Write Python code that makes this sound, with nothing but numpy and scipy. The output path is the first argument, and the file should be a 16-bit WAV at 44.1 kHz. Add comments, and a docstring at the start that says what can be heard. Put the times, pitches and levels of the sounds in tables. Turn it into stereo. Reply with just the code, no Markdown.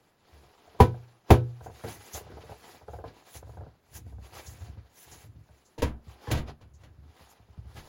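"""Gear and boots in a winter tent

A hard gear case bumps down twice, with a soft after-knock, and booms (ringing panels); later gear clacks onto a
folding table (noise bursts and ringing). Boots creak, crunch and scuff in packed snow over frozen ground, and
winter clothes rustle (tiny random cracks and noise). Two close microphone ports hear it, with quiet air and the
short answer of the tent."""
import sys
import numpy as np
from scipy import signal
from scipy.fft import rfft, irfft, next_fast_len
from scipy.io import wavfile
from scipy.ndimage import uniform_filter1d, map_coordinates

SR = 44100
rng = np.random.default_rng(int(sys.argv[2]) if len(sys.argv) > 2 else 0)


def persist_wave(psi):
    """Save psi, clipped to +-1, as 16-bit WAV."""
    counts = np.round(np.clip(psi, -1, 1) * 32767).astype(np.int16)
    wavfile.write(sys.argv[1], SR, np.atleast_2d(counts).T)


N = 347508
RING_TIME = np.arange(SR * 3 // 4) / SR  # s, room for the longest ringing

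# Levels are relative: the functions below trim each layer. t60/s is the time to fall by 60 dB.
# Still winter air: f/Hz, level/dB
AIR_COLOUR = [(25, -9), (96, -1), (500, -5), (1500, -12), (4500, -28.5), (9000, -30.5), (15800, -27)]
# How long the tent answers: f/Hz, t60/s
TENT_DECAY = [(100, 0.33), (1000, 0.18), (4000, 0.18), (10000, 0.034)]

# Left port ahead of the right: f/Hz, phase/rad
PORT_PHASE = [(90, 0), (250, .3), (500, 1), (750, 1.7), (1700, 3), (3200, 6.1), (5200, 9.4), (6500, 12.5),
              (8000, 9.7), (8900, 9.5), (10000, 11.7), (12000, 11.5), (13000, 9.6), (14000, 9.5),
              (15000, 11.2)]
# Left port louder than the right: f/Hz, level/dB
PORT_BALANCE = [(110, -1), (250, -1), (450, 2), (1000, 2), (2000, 1), (6000, -2), (10000, 0)]
# Share of the sound that is unrelated in the two ports: f/Hz, share/1
PORT_SPREAD = [(100, 0.0055), (400, 0.28), (1500, 0.45), (5000, 0.51), (8000, 0.026), (15000, 0.0099)]
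TOP_HZ = 15900  # nothing is kept from here up

# A sole or sleeve slides: middle t/s, length/s, scrape level/dB, hiss level/dB
STROKES = [(0.036, 0.19, -71, -79), (0.368, 0.2, -62, -73), (0.662, 0.67, -61.5, -75),
           (1.026, 0.33, -65.5, -77.5), (1.31, 0.05, -47, -64.5), (1.521, 0.54, -65.5, -76.5),
           (1.651, 0.049, -63.5, -62), (1.787, 0.13, -55, -62.5), (1.903, 0.099, -46.5, -49.5),
           (2.068, 0.164, -54, -57), (2.163, 0.059, -47.5, -43.5), (2.327, 0.38, -57, -85),
           (2.518, 0.3, -58, -66.5), (2.702, 0.14, -51, -60.0), (2.94, 0.113, -62.5, -68),
           (3.08, 0.068, -54.5, -74.5), (3.184, 0.12, -58, -70.5), (3.301, 0.07, -58, -58.5),
           (3.361, 0.05, -53, -48.5), (3.51, 0.12, -64, -70.5), (3.66, 0.18, -66.5, -104),
           (3.903, 0.13, -70, -75), (3.963, 0.042, -54, -46.5), (4.096, 0.078, -67.5, -72),
           (4.259, 0.068, -55.5, -62.5), (4.377, 0.084, -47, -52.5), (4.491, 0.12, -59.5, -55.5),
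           (4.63, 0.118, -58.5, -64), (4.68, 0.49, -63.5, -97), (5.014, 0.111, -62.5, -55.5),
           (5.129, 0.091, -55, -57.5), (5.21, 0.081, -58.0, -59.5), (5.628, 0.37, -69.5, -74.5),
           (6.107, 0.094, -59, -67.5), (6.296, 0.143, -48.5, -63.5), (6.492, 0.039, -46.5, -69),
           (6.627, 0.028, -60, -94), (6.821, 0.043, -64, -74), (7.222, 0.12, -62, -68),
           (7.235, 0.33, -62, -77), (7.31, 0.045, -76, -62), (7.58, 0.32, -69.5, -84),
           (7.703, 0.062, -61, -72.5), (7.782, 0.067, -52, -59), (7.865, 0.068, -55.5, -64.5)]
STROKE_STEEPNESS = 3.04  # a stroke speeds up and slows down gently
# Scraped crust, rubbed cloth and loose powder, each: f/Hz, level/dB
SCRAPE_COLOUR = [(88, -37.5), (150, -13), (335, -4), (443, -1), (655, -5), (722, 1), (1180, -6), (1400, -7),
                 (2000, -23), (2600, -36), (4400, -120)]
RUSTLE_COLOUR = [(900, -18.5), (1700, 1), (3000, -2.5), (5000, -4), (7000, -19), (12000, -46)]
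POWDER_COLOUR = [(3500, -23.5), (5500, -5), (6800, -1), (8500, -1.5), (11000, -4), (15500, -4.5)]
RUSTLE_HISS_SHARE = 0.27  # the rustle level lies between scrape (0) and hiss (1)
# Clothes never keep quite still; the rate is in random points a second
FIDGET_SCRAPE_DB, FIDGET_HISS_DB, FIDGET_SWING_DB, FIDGET_RATE = -77.5, -88, 1.5, 9
# Trouser legs brush past each other with a thin zip: t/s, level/dB
SWISHES = [(2.132, -28), (3.338, -44.5), (3.945, -41), (4.461, -35.5), (5.113, -37), (5.649, -50.5),
           (6.735, -53.5)]
# Sound of the woven cloth: f/Hz, level/dB
WEAVE_COLOUR = [(1500, -24), (3500, -9), (5400, 0), (6600, 5.5), (7600, 3), (11000, -13), (15500, -21)]
# Its dying away: f/Hz, t60/s
WEAVE_DECAY = [(4000, 0.13), (12000, 0.1)]

# A boot comes down (the row at 0.941 s is a soft after-knock of the case, made the same way): t/s, heel crunch
# level/dB, creak level/dB, ground thump level/dB
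FOOTFALLS_AND_KNOCK = [(0.941, -60, -40, -64), (1.661, -46, -34, -39), (1.836, -31, -31, -65),
                       (2.133, -68, -59, -34.5), (2.296, -43, -59, -48), (2.371, -61, -35.5, -49),
                       (2.518, -61, -37, -54), (2.812, -64, -43.5, -48), (3.055, -44.5, -55, -65),
                       (3.346, -55, -50, -37), (3.470, -67, -48, -52), (3.535, -68, -49, -61),
                       (3.945, -58, -71, -56.5), (3.985, -57.5, -55, -37), (5.114, -54, -68, -40.5),
                       (5.489, -67.5, -53, -44.5), (6.064, -65, -63.5, -34.5), (7.202, -68, -56, -43.5)]
# Snow gives way in evenly spaced slips: first t/s, count/1, gap/s, creak level/dB, ground thump level/dB
SLIP_RUNS = [(.676, 2, 0.071, -48, -54), (1.607, 2, 0.091, -42.5, -41), (2.148, 2, 0.027, -36, -50),
             (2.211, 3, 0.053, -44, -42.5), (2.436, 2, .057, -39.5, -39), (2.881, 4, .053, -35, -38),
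             (3.427, 2, .066, -41.5, -39.5), (3.571, 2, 0.038, -40.5, -38.5), (3.634, 2, 0.03, -44, -46),
             (4.064, 3, 0.059, -49, -33.5), (4.468, 3, 0.067, -54, -39), (4.678, 2, 0.094, -53, -37),
             (5.241, 2, 0.11, -61.5, -37), (7.395, 2, 0.088, -57.5, -43), (7.572, 2, 0.078, -58, -31)]
SLIP_SCATTER_DB, THUMP_LAG_S = 1.9, .006  # slips differ in strength; the ground follows just after each
# A boot bears weight and keeps crushing the packed layer: middle t/s, length/s, low crunch level/dB
LOADS = [(.4, 0.14, -54.5), (1.94, .18, -53.5), (2.39, .29, -50), (2.72, 0.15, -64), (2.99, 0.11, -50),
         (3.57, 0.27, -43.5), (4.095, 0.323, -45), (4.365, 0.071, -49.5), (4.645, 0.33, -44),
         (5.125, 0.1, -49.5), (5.34, 0.18, -47), (6.495, 0.054, -40), (6.655, 0.076, -48.5),
         (6.85, 0.28, -54.5), (7.04, 0.13, -46.5), (7.72, .23, -52.5)]
LOAD_STEEPNESS = 8  # weight comes on and goes off quickly
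# Low crunch of the crushed layer: f/Hz, level/dB
WEIGHT_COLOUR = [(20, -47), (45, -15), (65, 1), (100, 1.5), (130, -4), (200, -21), (330, -17), (600, -67)]
# Heel crunch: f/Hz, level/dB
HEEL_COLOUR = [(35, -37), (90, 3), (220, -0.5), (500, 2.5), (750, -37), (1500, -9.5), (5000, -33.5)]
# Its dying away: f/Hz, t60/s
HEEL_DECAY = [(250, 0.32), (1500, 0.14)]
# Creaking snow: f/Hz, level/dB
CREAK_COLOUR = [(35, -35), (120, -15), (300, -8), (480, -2), (800, -3.5), (1100, -21), (1550, -10),
                (2200, -49), (6000, -42)]
# Its dying away: f/Hz, t60/s
CREAK_DECAY = [(300, 0.022), (800, 0.15), (2000, 0.021)]
# Ringing of boot on snow, then of the ground, each: f/Hz, level/dB, t60/s
SOLE_MODES = [(447, -2.5, 0.085), (640, -21, 0.0057), (677, -6.5, 0.078), (807, -2.5, 0.018),
              (980, -5, 0.075), (1320, -48, 0.02)]
GROUND_MODES = [(63, -8, 0.29), (95.7, 0.5, 0.099), (111.6, -3.5, 0.1), (145.5, 6.5, 0.023)]

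# Gear meets the table: t/s, crack level/dB, knock level/dB, thud level/dB, rise time of the crack/s
CLACKS = [(5.779, -31.5, -40, -34, .008), (5.820, -22.5, -24, -30, 0.00116),
          (5.825, -25.5, -24, -17.5, .003), (5.866, -39.5, -43.5, -32, .005),
          (6.272, -37, -33.5, -29.5, .01), (6.303, -30, -30.5, -27, 0.0049),
          (6.312, -19.5, -51, -44, 0.0016), (6.321, -40, -35.5, -20, .004), (6.347, -28, -33, -25.5, .005),
          (6.372, -29, -38, -28.5, 0.0029), (6.476, -45, -55.5, -47.5, 0.0027),
          (6.61, -49.5, -57.5, -51.5, 0.0026), (6.834, -46, -56, -55, 0.0025),
          (7.764, -38.5, -44, -41, 0.0069)]
# The crack: f/Hz, level/dB
CLACK_COLOUR = [(90, 4), (220, -3), (450, -7), (700, -7.5), (1000, -11.5), (1700, -9), (3500, -10.5),
                (6500, -16.5), (11000, -26.5), (15800, -30)]
# Its dying away: f/Hz, t60/s
CLACK_DECAY = [(300, 0.34), (900, 0.32), (2000, 0.18), (6000, 0.11), (14000, 0.168)]
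# Ringing of the knocked edges, then of the table top, each: f/Hz, level/dB, t60/s
EDGE_MODES = [(313, -11, 0.28), (473, 6, 0.084), (617, 4, 0.034), (866, -1.5, 0.095), (939, 5.5, 0.1),
              (1058, -7, 0.24), (1404, -2.5, 0.059), (1724, -6.5, 0.064)]
TABLE_MODES = [(62.6, -8, 0.35), (88.8, -3.5, 0.12), (120.4, -1, 0.16), (136.4, -3.5, 0.14),
               (227, -17.5, 0.48), (299, -8, .14)]
# A latch snaps shut with a bright tick: t/s, level/dB
SNAPS = [(5.821, -28.5), (6.314, -22)]
# The snap: f/Hz, level/dB
SNAP_COLOUR = [(2000, -16), (4000, -4), (7000, -1), (10500, -2), (15500, -1)]
# Its dying away: f/Hz, t60/s
SNAP_DECAY = [(3000, 0.037), (14000, 0.061)]

# The case bumps down: t/s, level/dB, change of boom/dB, change of upper ringing/dB, factor on t60/1
BUMPS = [(.801, 1, 1, -2, 0.75), (1.303, 3.5, -2, -7, 0.92)]
# Ringing of the case shell, before each bump's changes: f/Hz, level/dB, t60/s
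SHELL_MODES = [(69.3, -2.5, 0.08), (91.2, -8, 0.28), (120.5, -14, 0.62), (182.5, -11.5, 0.07),
               (242.6, -11.5, 0.18), (302.4, -23.5, 0.11), (344, -18.5, 0.32), (402.4, -15.5, 0.065),
               (436.4, -9, 0.15), (500, -15, 0.28), (674, -14, 0.061), (725.6, -21.5, 0.14),
               (786.5, -11.5, 0.14), (989.6, -10.5, 0.16), (1305, -28.5, 0.27), (1502, -33, 0.26),
               (1667, -37.5, 0.24), (1790, -30, 0.078), (2388, -29, 0.2), (2830, -26.5, 0.025)]
# Noise of the contact: f/Hz, level/dB
BUMP_COLOUR = [(40, -31.5), (170, -19.5), (400, -12.5), (650, -18), (1000, -18.5), (1350, -27.5),
               (1900, -31.5), (2700, -35), (4000, -41), (7000, -47), (11000, -45.5), (15800, -45)]
# Its dying away: f/Hz, t60/s
BUMP_DECAY = [(150, 0.19), (1000, 0.11), (4000, 0.16), (14000, 0.12)]
# The case is tipped in stereo, left minus right: f/Hz, level/dB
CASE_BALANCE = [(120, -1), (250, 3), (500, 2.5), (1000, 1), (2500, 0)]


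def amp(db):
    """Turn decibels into gain."""
    return 10 ** (np.asarray(db) / 20)


def unit(x):
    """Scale to an average strength (rms) of 1."""
    return x / np.sqrt(np.mean(x ** 2) + 1e-20)


def along(points, hz):
    """Read between (f/Hz, value) points, with frequency on a log axis."""
    f, values = np.transpose(points)
    return np.interp(np.log(hz + 1), np.log(f + 1), values)


def filtered(x, response):
    """Shape x by a response of frequency, which may also shift phase."""
    n = x.shape[-1]
    padded = next_fast_len(n + SR // 5)
    spectrum = rfft(x, padded) * response(np.fft.rfftfreq(padded, 1 / SR))
    return irfft(spectrum, padded)[..., :n]


def lean(x, balance):
    """Tip a stereo sound to one side by (f/Hz, left minus right level/dB) points."""
    sides = np.array([[.5], [-.5]])
    return filtered(x, lambda hz: amp(sides * along(balance, hz)))


def spread(pair, colour):
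    """Colour two unrelated signals and blend them into a partly alike left and right."""
    def response(hz):
        share = np.clip(along(PORT_SPREAD, hz), 0, 1)
        return amp(along(colour, hz)) * np.sqrt([1 - share, share])
    mid, side = filtered(pair, response)
    return unit(np.array([mid + side, mid - side]))


def dying(x, decay):
    """Let each frequency of x die at its own speed."""
    hz, t, z = signal.stft(x, SR, nperseg=128)
    fade = amp(-60 * t / along(decay, hz)[:, None])
    return signal.istft(z * fade, SR, nperseg=128)[1][:, :x.shape[1]]


def burst(colour, decay, attack):
    """One contact: coloured noise that rises over about attack seconds and dies quickly."""
    t = RING_TIME[:SR // 3]
    noise = spread(rng.standard_normal((2, len(t))), colour)
    return dying(noise, decay) * (1 - np.exp(-t / attack))


def ring(modes, attack_cycles, scatter_db, detune):
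    """Fading tones, varied at each blow; low ones swell slowly, and left and right are out of step."""
    hz, db, t60 = np.transpose(modes)[:, :, None]
    size, pitch, lag = rng.standard_normal((3, len(modes), 1))
    sign = (-1) ** np.arange(len(modes))[:, None]
    t = RING_TIME[RING_TIME < t60.max() * 3 / 2]
    swell = 1 - np.exp(-t * hz / attack_cycles)
    envelope = sign * amp(db + scatter_db * size - 60 * t / t60) * swell
    phase = 2 * np.pi * hz * (1 + detune * pitch) * t
    skew = lag * np.sqrt(np.abs(along(PORT_SPREAD, hz)))
    return np.array([np.sum(envelope * np.sin(phase + side * skew), 0) for side in (1, -1)])


def grains(colour, rate, size_db, smooth):
    """Tiny random cracks of uneven size, rate per second, on a bed of smooth friction noise."""
    present = rng.random((2, N)) < rate / SR
    sizes = amp(size_db * np.minimum(rng.exponential(size=(2, N)), 4))
    cracks = present * rng.choice([-1, 1], (2, N)) * sizes
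    return spread(unit(cracks) + smooth * rng.standard_normal((2, N)), colour)


def patchy(x, patchy_db):
    """Different folds and crystals sound from moment to moment, so the colour keeps shifting."""
    z = signal.stft(x, nperseg=256)[2]
    field = rng.standard_normal(z.shape[1:])
    field = uniform_filter1d(field, size=5, axis=0)  # smooth over frequency
    field = uniform_filter1d(field, size=8, axis=1)  # smooth over time
    return unit(signal.istft(z * amp(patchy_db * unit(field)), nperseg=256)[1][:, :N])


def wobble(rate):
    """A smooth curve through rate random points a second."""
    points = rng.standard_normal(int(N * rate / SR) + 4)
    return map_coordinates(points, [np.arange(N) * rate / SR])


def swells(rows, steepness):
    """Gain of lasting contacts (middle t/s, length/s, level/dB): bells, half as strong at their two ends."""
    t = np.arange(N) / SR
    coarse = t[::SR // 1000]  # about 1000 steps a second are enough
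    power = 0
    for middle, length, db in rows:
        bell = amp(db) / (1 + np.abs(2 * (coarse - middle) / length) ** steepness)
        power = power + bell ** 2
    return np.interp(t, coarse, np.sqrt(power))


def add(track, s, sound):
    """Mix a sound into the track at time s."""
    part = track[:, max(round(s * SR), 0):][:, :sound.shape[-1]]
    part += sound[..., :part.shape[1]]


def air():
    """Still winter air is a steady, faint noise."""
    return amp(-68.5) * spread(rng.standard_normal((2, N)), AIR_COLOUR)


def tent(x):
    """Canvas walls give a short, dull answer: a fading noise tail after a small delay."""
    noise = spread(rng.standard_normal((2, SR // 4)), [(100, 3), (3000, 0.5), (15000, -7)])
    tail = dying(noise, TENT_DECAY)
    delayed = np.pad(x, ((0, 0), (round(0.0073 * SR), 0)))
    return signal.fftconvolve(delayed, tail / np.linalg.norm(tail[0]), axes=1)[:, :N]


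def glances(x, count=5):
    """Stove, shield and table throw back the upper range within a few milliseconds."""
    delays = rng.uniform(0.00195, .014, count)  # s

    def response(hz):
        upper = hz ** 2 / (hz ** 2 + 800 ** 2)
        echoes = sum(np.exp(-2j * np.pi * hz * d) for d in delays)
        return upper * echoes / np.sqrt(count)
    return filtered(x, response)


def swishes():
    """Trouser legs brush past each other: the weave gives short bursts of high noise."""
    out = np.zeros((2, N))
    for s, db in SWISHES:
        add(out, s, amp(db) * burst(WEAVE_COLOUR, WEAVE_DECAY, attack=0.016))
    return out


def scuffs():
    """Sliding soles scrape the crust, cloth rubs, and loose powder hisses, all led by the same strokes."""
    middle, length, scrape_db, hiss_db = np.transpose(STROKES)
    fidget = amp(FIDGET_SWING_DB * wobble(FIDGET_RATE))

    def motion(db, rest_db):
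        return np.hypot(swells(zip(middle, length, db), STROKE_STEEPNESS), amp(rest_db) * fidget)
    scraping = motion(scrape_db, FIDGET_SCRAPE_DB)
    hissing = motion(hiss_db, FIDGET_HISS_DB)
    rubbing = scraping ** (1 - RUSTLE_HISS_SHARE) * hissing ** RUSTLE_HISS_SHARE
    catch_db = 1.4 * wobble(60)  # rubbing surfaces catch and slip
    crust = grains(SCRAPE_COLOUR, rate=190, size_db=3.0, smooth=0.97)
    cloth = patchy(grains(RUSTLE_COLOUR, rate=1600, size_db=-0.1, smooth=.9), patchy_db=1.5)
    powder = patchy(grains(POWDER_COLOUR, rate=1800, size_db=3.0, smooth=1.5), patchy_db=3.0)
    scrape = scraping * amp(catch_db + 0.5) * crust
    rustle = rubbing * amp(catch_db) * cloth
    hiss = hissing * amp(4.0) * powder
    return scrape + rustle + hiss


def slip(creak_db, thump_db):
    """Snow gives way once: the sole creaks and the ground thumps as it settles."""
    out = np.zeros((2, len(RING_TIME)))
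    creak = burst(CREAK_COLOUR, CREAK_DECAY, attack=0.00084)
    sole = ring(SOLE_MODES, attack_cycles=0.18, scatter_db=.5, detune=0.028)
    thump = ring(GROUND_MODES, attack_cycles=0.7, scatter_db=1.3, detune=0.057)
    add(out, 0, amp(creak_db - 2.0) * creak)
    add(out, 0, amp(creak_db - 3) * sole)
    add(out, THUMP_LAG_S, amp(thump_db) * thump)
    return out


def boots():
    """Heels crunch in, snow slips in runs under the sole, and the packed layer crushes under weight. One row
    made like a footfall is the case's soft after-knock."""
    out = np.zeros((2, N))
    for s, heel_db, creak_db, thump_db in FOOTFALLS_AND_KNOCK:
        add(out, s, amp(heel_db - 0.5) * burst(HEEL_COLOUR, HEEL_DECAY, attack=0.0045))
        add(out, s, slip(creak_db, thump_db))
    for first, count, gap, creak_db, thump_db in SLIP_RUNS:
        for k in range(round(count)):
            strength = amp(SLIP_SCATTER_DB * rng.standard_normal())
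            add(out, first + k * gap, strength * slip(creak_db, thump_db))
    weight = swells(LOADS, LOAD_STEEPNESS)
    crushing = grains(WEIGHT_COLOUR, rate=140, size_db=3, smooth=0.61)
    return out + amp(-3.5) * weight * crushing


def table():
    """Latches snap, and edges crack and knock on the table top, which thuds when it takes the weight."""
    out = np.zeros((2, N))
    for s, db in SNAPS:
        add(out, s, amp(db - 1) * burst(SNAP_COLOUR, SNAP_DECAY, attack=.003))
    for s, crack_db, knock_db, thud_db, rise in CLACKS:
        crack = burst(CLACK_COLOUR, CLACK_DECAY, attack=rise)
        knock = ring(EDGE_MODES, attack_cycles=0.81, scatter_db=2, detune=0.0436)
        thud = ring(TABLE_MODES, attack_cycles=0.41, scatter_db=1.85, detune=0.023)
        add(out, s, amp(crack_db - 4) * crack)
        add(out, s, amp(knock_db - 4.5) * knock)
        add(out, s, amp(thud_db) * thud)
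    return out


def case():
    """The case brushes the ground, then cracks down on its shell, whose big panels boom on."""
    out = np.zeros((2, N))
    for s, db, boom_db, upper_db, hold in BUMPS:
        modes = []
        for hz, level, t60 in SHELL_MODES:
            change_db = boom_db if hz < 200 else upper_db
            modes.append((hz, level + change_db, t60 * hold))
        brush = burst(BUMP_COLOUR, BUMP_DECAY, attack=.012)
        boom = ring(modes, attack_cycles=0.98, scatter_db=2.54, detune=0.00087)
        crack = burst(BUMP_COLOUR, BUMP_DECAY, attack=0.0016)
        add(out, s - .012, amp(db - 32) * brush)  # just ahead of the blow
        add(out, s, amp(db) * boom)
        add(out, s, amp(db - 11) * crack)
    return out


def scene():
    """Gear, clothes and steps in the tent, with their echoes, over still winter air."""
    near = scuffs() + swishes() + boots() + table() + lean(case(), CASE_BALANCE)
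    return air() + amp(-19) * tent(near) + amp(-10) * glances(near) + near


def record(dry):
    """The two ports differ in phase and level; loud peaks are rounded and the top of the band is cut."""
    sides = np.array([[.5], [-.5]])

    def port_response(hz):
        return amp(sides * along(PORT_BALANCE, hz)) * np.exp(1j * sides * along(PORT_PHASE, hz))
    ports = filtered(dry, port_response)
    rounded = ports / (1 + np.abs(ports) ** 6) ** (1 / 6)
    return filtered(rounded, lambda hz: hz < TOP_HZ)


dry = scene()
out = record(dry)
persist_wave(out)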